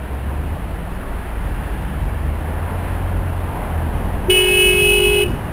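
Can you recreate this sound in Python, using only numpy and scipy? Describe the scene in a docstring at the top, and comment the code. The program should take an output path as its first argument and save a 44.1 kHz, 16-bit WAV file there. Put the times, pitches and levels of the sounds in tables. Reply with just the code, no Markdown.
"""A two-tone disc horn blasts for a second, close by in slow town traffic. Its two diaphragms hum a
whole tone apart, their armatures strike and ring the tone discs, and the street adds a thin echo.
Underneath, engines drone and pull away, tyres hiss, belts and fans whirr and wind buffets the microphone.
It is all heard from a small camera riding among the cars, which holds each sample at a low rate,
mirroring the horn into the treble, and fizzes when the sound is loud."""
import sys
import numpy as np
from scipy import signal
from scipy.fft import rfft, irfft
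from scipy.io import wavfile
from scipy.ndimage import uniform_filter1d

SR = 44100
rng = np.random.default_rng(int(sys.argv[2]) if len(sys.argv) > 2 else 0)


def unload_audio(sound):
    """Save the sound as a 16-bit wav file, at the path given as the first command line argument."""
    columns = np.transpose(np.atleast_2d(sound))
    # keep every value between -1 and 1, then stretch to whole-number steps
    steps = np.round(np.clip(columns, -1, 1) * 32767)
    wavfile.write(sys.argv[1], SR, steps.astype(np.int16))


N = 243431
T = np.arange(N) / SR
HZ = np.fft.rfftfreq(N, 1 / SR)

CURRENT_ON, FIRST_STRIKE, CURRENT_OFF = 4.283, 4.297, 5.232  # horn cues [s]
TURN_AT, TURN_GLIDE = 4.8, 0.082  # car and microphone shift, and the horn's pitch and colour with them [s]

# colour of the wind on the microphone (frequency [Hz], relative level [dB])
WIND_COLOUR = [(15, -6.5), (30, -14), (50, 0), (75, 0.5), (115, -7.5), (200, -8.5), (330, -16),
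               (600, -31.5), (1500, -52.5)]
# gusts and lulls (time [s], level change [dB], half-length [s])
WIND_GUSTS = [(.35, 2, 0.27), (2.2, 2, .12), (3.15, 1.5, 0.27), (4.08, 4.5, .15), (4.42, -3.5, 0.086),
              (4.8, 3, 0.14), (5.315, 8.5, 0.046)]
# colour of the bed of tyre noise (frequency [Hz], relative level [dB])
TYRE_BED_COLOUR = [(100, -16), (300, -0.5), (550, 0), (850, 0), (1250, -7), (1700, -10), (2300, -15),
                   (3000, -17.5), (3800, -26.5), (4800, -34), (6000, -42)]
# colour of the roar of close tyres (frequency [Hz], relative level [dB])
CLOSE_TYRE_COLOUR = [(300, -7.5), (650, 0), (900, 0.5), (1150, -6), (1600, -9), (3000, -23), (6000, -48)]
# close tyres swell and pass (time [s], peak level [dB], half-length [s])
TYRE_PASSES = [(2.754, -33, 0.4), (3.623, -37.5, 0.12), (3.954, -33, 0.75)]
# colour of belts and fans (frequency [Hz], relative level [dB])
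WHIRR_COLOUR = [(700, -18), (1300, -2.5), (1750, 0.5), (2200, -7.5), (2750, -7.5), (3400, -17), (4400, -22),
                (6000, -30)]
# the whirr swells beside an engine bay (time [s], level change [dB], half-length [s])
ENGINE_BAY_SWELLS = [(1.65, 4, 0.77), (2.9, 4.5, .17), (5.45, 3.5, 0.13)]

# the car alongside gathers speed, then rolls on (time [s], firing rate [Hz])
NEAR_CAR_REVS = [(0.9, 23.1), (1.21, 25.5), (1.59, 42.98), (1.89, 48.56), (3.29, 45.18), (3.88, 41.24),
                 (5.35, 51.18), (5.52, 57.3)]
# its exhaust note (multiple of the firing rate, relative level [dB])
NEAR_CAR_EXHAUST = [(1, 2.5), (2, -7), (3, -7.5), (4, -14)]
# its dabs of throttle (time [s], level change [dB], half-length [s])
NEAR_CAR_THROTTLE = [(1.5, 3.5, 0.12), (2.05, 1.5, .25), (4, 5, 0.1)]
# the van revs up, holds and eases off (time [s], firing rate [Hz])
VAN_REVS = [(.25, 41.62), (1.7, 59.53), (2.85, 89), (3.3, 89.07), (3.75, 81.14), (4.1, 70.1)]
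# its exhaust note (multiple of the firing rate, relative level [dB])
VAN_EXHAUST = [(1, 1.5), (2, -19.5), (3, -20)]
# its moments of more or less throttle (time [s], level change [dB], half-length [s])
VAN_PEDAL = [(2.25, 4, 0.12), (3.52, -12.5, 0.12), (3.8, 2.5, 0.13)]
# a car in the queue speeds off (time [s], firing rate [Hz])
QUEUE_CAR_REVS = [(0, 60.9), (1.05, 92.64)]

# the street's echo tail (frequency [Hz], time to fall 60 dB [s])
STREET_DECAY = [(300, 0.72), (1000, 0.36), (3000, 0.45), (6000, 0.26)]
# free ringing of the tone discs (frequency [Hz], width [Hz], level [dB])
DISC_MODES = [(2620, 53, -31.5), (2988, 105, -34), (2890, 48, -32.5)]
# low-horn partials that lie on its tone disc (multiple, level before the turn [dB], level after [dB])
LOW_DISC_PARTIALS = [(7, -16, -15), (8, -16, -21.5)]
# echoes briefly cancel one of those partials (time [s], multiple, depth [dB], half-length [s])
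ECHO_DIPS = [(4.323, 7, 7, 0.033), (4.434, 7, 13, 0.025), (4.507, 8, 9.5, 0.054), (4.748, 7, 2, 0.03),
             (4.77, 8, 13, 0.063), (5.017, 7, 8.5, 0.025), (5.124, 8, 6, 0.035), (5.18, 7, 5.5, 0.1)]
# the low horn's weaker partials (multiple, level before the turn [dB], level after [dB])
LOW_OVERTONES = [(2, -50, -58), (3, -59, -62), (4, -48, -45), (5, -44, -67), (6, -32, -38.5),
                 (9, -32.5, -38), (10, -54, -59), (11, -53, -45.5), (13, -54, -55), (14, -50, -52)]
# the high horn's weaker partials (multiple, level before the turn [dB], level after [dB])
HIGH_OVERTONES = [(2, -44, -38), (3, -50, -57), (4, -36, -44.5), (5, -42.5, -42.5), (6, -36, -38),
                  (7, -40, -30.5), (8, -46, -42), (9, -56, -56), (10, -52, -57)]


def gain_of(db):
    """Decibels to a gain factor."""
    return 10 ** (np.asarray(db) / 20)


def unit_rms(x):
    """Scales to an rms of 1."""
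    return x / np.sqrt(np.mean(x ** 2) + 1e-20)


def value_at(points, hz):
    """A curve's value at hz, on a log-frequency axis."""
    point_hz, value = np.transpose(points)
    return np.interp(np.log(hz + 1), np.log(point_hz + 1), value)


def wander(rate_hz):
    """Random drift of rms 1, rolled off above rate_hz."""
    return unit_rms(irfft(rfft(rng.standard_normal(N)) / (1 + (HZ / rate_hz) ** 4), N))


def gate(start, stop, rise, fall):
    """Builds from start and dies away from stop, with time constants in seconds."""
    return (1 - np.exp(-np.maximum(T - start, 0) / rise)) * np.exp(-np.maximum(T - stop, 0) / fall)


def swells(rows):
    """A sum of smooth bells, one per row (time [s], height, half-length [s])."""
    return sum(height * np.exp(-((T - at) / half) ** 2) for at, height, half in rows)


def turning(before, after):
    """Glides from one value to the other at the turn."""
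    return before + (after - before) * (.5 + .5 * np.tanh((T - TURN_AT) / TURN_GLIDE))


def noise(colour, patchy_db):
    """Coloured noise of rms 1 with patches that drift in time and frequency."""
    hz, _, bands = signal.stft(rng.standard_normal(N), SR, nperseg=2048, noverlap=1536)
    blur = np.outer(np.hanning(20), np.hanning(10))
    patches = unit_rms(signal.fftconvolve(rng.standard_normal(bands.shape), blur, "same"))
    bands = bands * gain_of(value_at(colour, hz)[:, None] + patchy_db * patches)
    return unit_rms(signal.istft(bands, SR, nperseg=2048, noverlap=1536)[1][:N])


def partial(cycles, multiple, db):
    """One harmonic of a vibration, at an rms level and a random phase."""
    return np.sqrt(2) * gain_of(db) * np.sin(2 * np.pi * (round(multiple) * cycles + rng.random()))


def wind(level_db=-30.0, db_per_s=.6, buffet_db=1.0):
    """Lumpy wind buffets the microphone, building as the traffic gathers speed."""
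    db = level_db + db_per_s * T + swells(WIND_GUSTS) + buffet_db * wander(37)
    return gain_of(db) * noise(WIND_COLOUR, patchy_db=1.0)


def tyres(bed_db=-34, db_per_s=0.47):
    """A bed of tyre roar grows with the traffic's speed; close tyres swell past on top."""
    bed = gain_of(bed_db + db_per_s * T) * noise(TYRE_BED_COLOUR, patchy_db=1.1)
    passes = swells([(at, gain_of(db), half) for at, db, half in TYRE_PASSES])
    return bed + passes * noise(CLOSE_TYRE_COLOUR, patchy_db=1.4)


def whirr(level_db=-44.5):
    """Belts and fans whirr, louder beside an engine bay."""
    return gain_of(level_db + swells(ENGINE_BAY_SWELLS)) * noise(WHIRR_COLOUR, patchy_db=1.5)


def engine(revs, exhaust, top_revs_db, db_per_octave, uneven_db, jitter=0.0072):
    """An exhaust drones on unsteady multiples of its firing rate; its level is tied to the revs."""
    times, rates = np.transpose(revs)
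    firing_hz = np.interp(T, times, rates)
    db = top_revs_db + db_per_octave * np.log2(firing_hz / firing_hz.max())
    cycles = np.cumsum(firing_hz * (1 + jitter * wander(9.8))) / SR
    drone = sum(partial(cycles, k, db + note_db + uneven_db * wander(9.0)) for k, note_db in exhaust)
    return drone * gate(times[0], times[-1], rise=0.022, fall=0.067)


def traffic(near_db=-30, van_db=-25.5, queue_db=-28, leaving_db=-10):
    """The car alongside, a van pulling away and a queueing car whose octave takes over as it leaves."""
    near_level = near_db + swells(NEAR_CAR_THROTTLE)
    near_car = engine(NEAR_CAR_REVS, NEAR_CAR_EXHAUST, near_level, db_per_octave=2.5, uneven_db=2.0)
    van = engine(VAN_REVS, VAN_EXHAUST, van_db + swells(VAN_PEDAL), db_per_octave=7.5, uneven_db=1.1)
    queue_level = queue_db + np.interp(T, [.55, .8], [0, leaving_db])
    queue_exhaust = [(1, 0.014), (2, np.interp(T, [.45, .8], [-16, 2]))]
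    queue_car = engine(QUEUE_CAR_REVS, queue_exhaust, queue_level, db_per_octave=-2, uneven_db=2)
    return near_car + van + queue_car


def street_echo(source, wet_db=-16.5, echoes_per_s=1500, predelay_s=.012):
    """Cars and house fronts add a thin tail of echoes, each band dying at its own speed."""
    echoes = rng.standard_normal(SR) * (rng.random(SR) < echoes_per_s / SR) * (T[:SR] > predelay_s)
    hz, age, bands = signal.stft(echoes, SR, nperseg=256)
    decay = gain_of(-60 * age / value_at(STREET_DECAY, hz)[:, None])
    tail = signal.istft(bands * decay, SR, nperseg=256)[1]
    return source + gain_of(wet_db) * signal.fftconvolve(source, tail / np.linalg.norm(tail))[:N]


def diaphragm_hum(low_cycles, high_cycles, waver_db=0.65):
    """The horn's body: each diaphragm hums its fundamental, driven by the current."""
    low_db = turning(-17.5, -19.6) + waver_db * wander(8.6)
    high_db = turning(-23.5, -18.5) + waver_db * wander(8.6)
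    low = partial(low_cycles, 1, low_db) * gate(CURRENT_ON, CURRENT_OFF, rise=.003, fall=.03)
    high = partial(high_cycles, 1, high_db) * gate(CURRENT_ON, CURRENT_OFF, rise=.012, fall=.015)
    return low + high


def armature_blare(low_cycles, high_cycles, flutter_db=1.04, throb_depth=0.12):
    """The horn's edge: the armatures' blows stack up harmonics, loudest on the low horn's tone disc."""
    blare = 0
    for k, before_db, after_db in LOW_DISC_PARTIALS:
        dip_db = swells([(at, db, half) for at, which, db, half in ECHO_DIPS if round(which) == round(k)])
        blare += partial(low_cycles, k, turning(before_db, after_db) - dip_db + flutter_db * wander(40))
    for cycles, overtones in [(low_cycles, LOW_OVERTONES), (high_cycles, HIGH_OVERTONES)]:
        for k, before_db, after_db in overtones:
            blare += partial(cycles, k, turning(before_db, after_db) + wander(9.1))
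    # the blare throbs at the difference between the two horns' pitches, a fast, rough beat
    return blare * (1 + throb_depth * np.cos(2 * np.pi * (high_cycles - low_cycles)))


def disc_ring(hz, width_hz):
    """A disc mode, struck unevenly, sounds through the blast and rings on briefly; rms 1 while driven."""
    pole = np.exp((-np.pi * width_hz + 2j * np.pi * hz) / SR)
    blows = rng.standard_normal(N) * gate(FIRST_STRIKE, CURRENT_OFF, rise=.002, fall=.024)
    ring = signal.lfilter([1], np.poly([pole, pole]), blows + 1e-18).real
    return ring / np.std(ring[(T > FIRST_STRIKE) & (T < CURRENT_OFF)])


def horn(low_hz=368.3, interval=1.1192, doppler_hz=1.15, jitter=0.0013, sag=0.065,
         bite=0.88, rasp_db=-39.0, rasp_bite=3):
    """Two diaphragms a whole tone apart swing up; their armatures then strike and ring the tone discs."""
    # with the current off, the diaphragms sink toward their slower free swing
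    droop = 1 - sag * np.clip((T - CURRENT_OFF - .005) / 0.023, 0, 1)
    pitch_hz = turning(low_hz, low_hz - doppler_hz) * droop
    low_cycles = np.cumsum(pitch_hz * (1 + jitter * wander(71))) / SR
    high_cycles = np.cumsum(pitch_hz * interval * (1 + jitter * wander(70))) / SR
    # the first swings overshoot, giving the attack its bite
    surge = np.exp(-(np.maximum(T - CURRENT_ON, 0) / .028) ** 2)
    hum = diaphragm_hum(low_cycles, high_cycles)
    blare = armature_blare(low_cycles, high_cycles)
    rasp = noise([(300, -11), (2000, -9), (3200, 6), (4200, -0.5), (6000, -9.5)], patchy_db=0.0)
    rasp *= gain_of(rasp_db) * (1 + rasp_bite * surge)
    strikes = (blare + rasp) * gate(FIRST_STRIKE, CURRENT_OFF, rise=.0025, fall=.007)
    clang = sum(gain_of(db) * disc_ring(hz, width_hz) for hz, width_hz, db in DISC_MODES)
    return (hum + strikes) * (1 + bite * surge) + clang


def scene():
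    """The horn and its echo over the traffic bed; one microphone feeds both channels."""
    mix = street_echo(horn()) + traffic() + wind() + tyres() + whirr()
    return np.tile(mix, (2, 1))


def record(dry, ceiling=1.06, hold_hz=12000, fizz_db=-15.0, cutoff_hz=15800):
    """The camera's grit: soft overload, a mirror image around the hold rate, fizz, then a band limit."""
    saturated = ceiling * np.tanh(dry / ceiling)
    narrow = irfft(rfft(saturated) * (HZ < hold_hz / 2), N)
    mirrored = narrow * (1 + 2 * np.cos(2 * np.pi * hold_hz * T))
    held = irfft(rfft(mirrored) * np.sinc(HZ / hold_hz), N)  # holding each sample also dulls the top
    # a white fizz rides on the sound, stronger the steeper its waves are
    steepness = np.sqrt(abs(uniform_filter1d(np.gradient(narrow[0]) ** 2, size=180)))
    fizz = gain_of(fizz_db) * steepness * rng.standard_normal(N)
    lowpass = signal.firwin(511, cutoff_hz, window=("kaiser", 9), fs=SR)
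    return signal.oaconvolve(held + fizz, lowpass[None], "same")


dry = scene()
out = record(dry)
unload_audio(out)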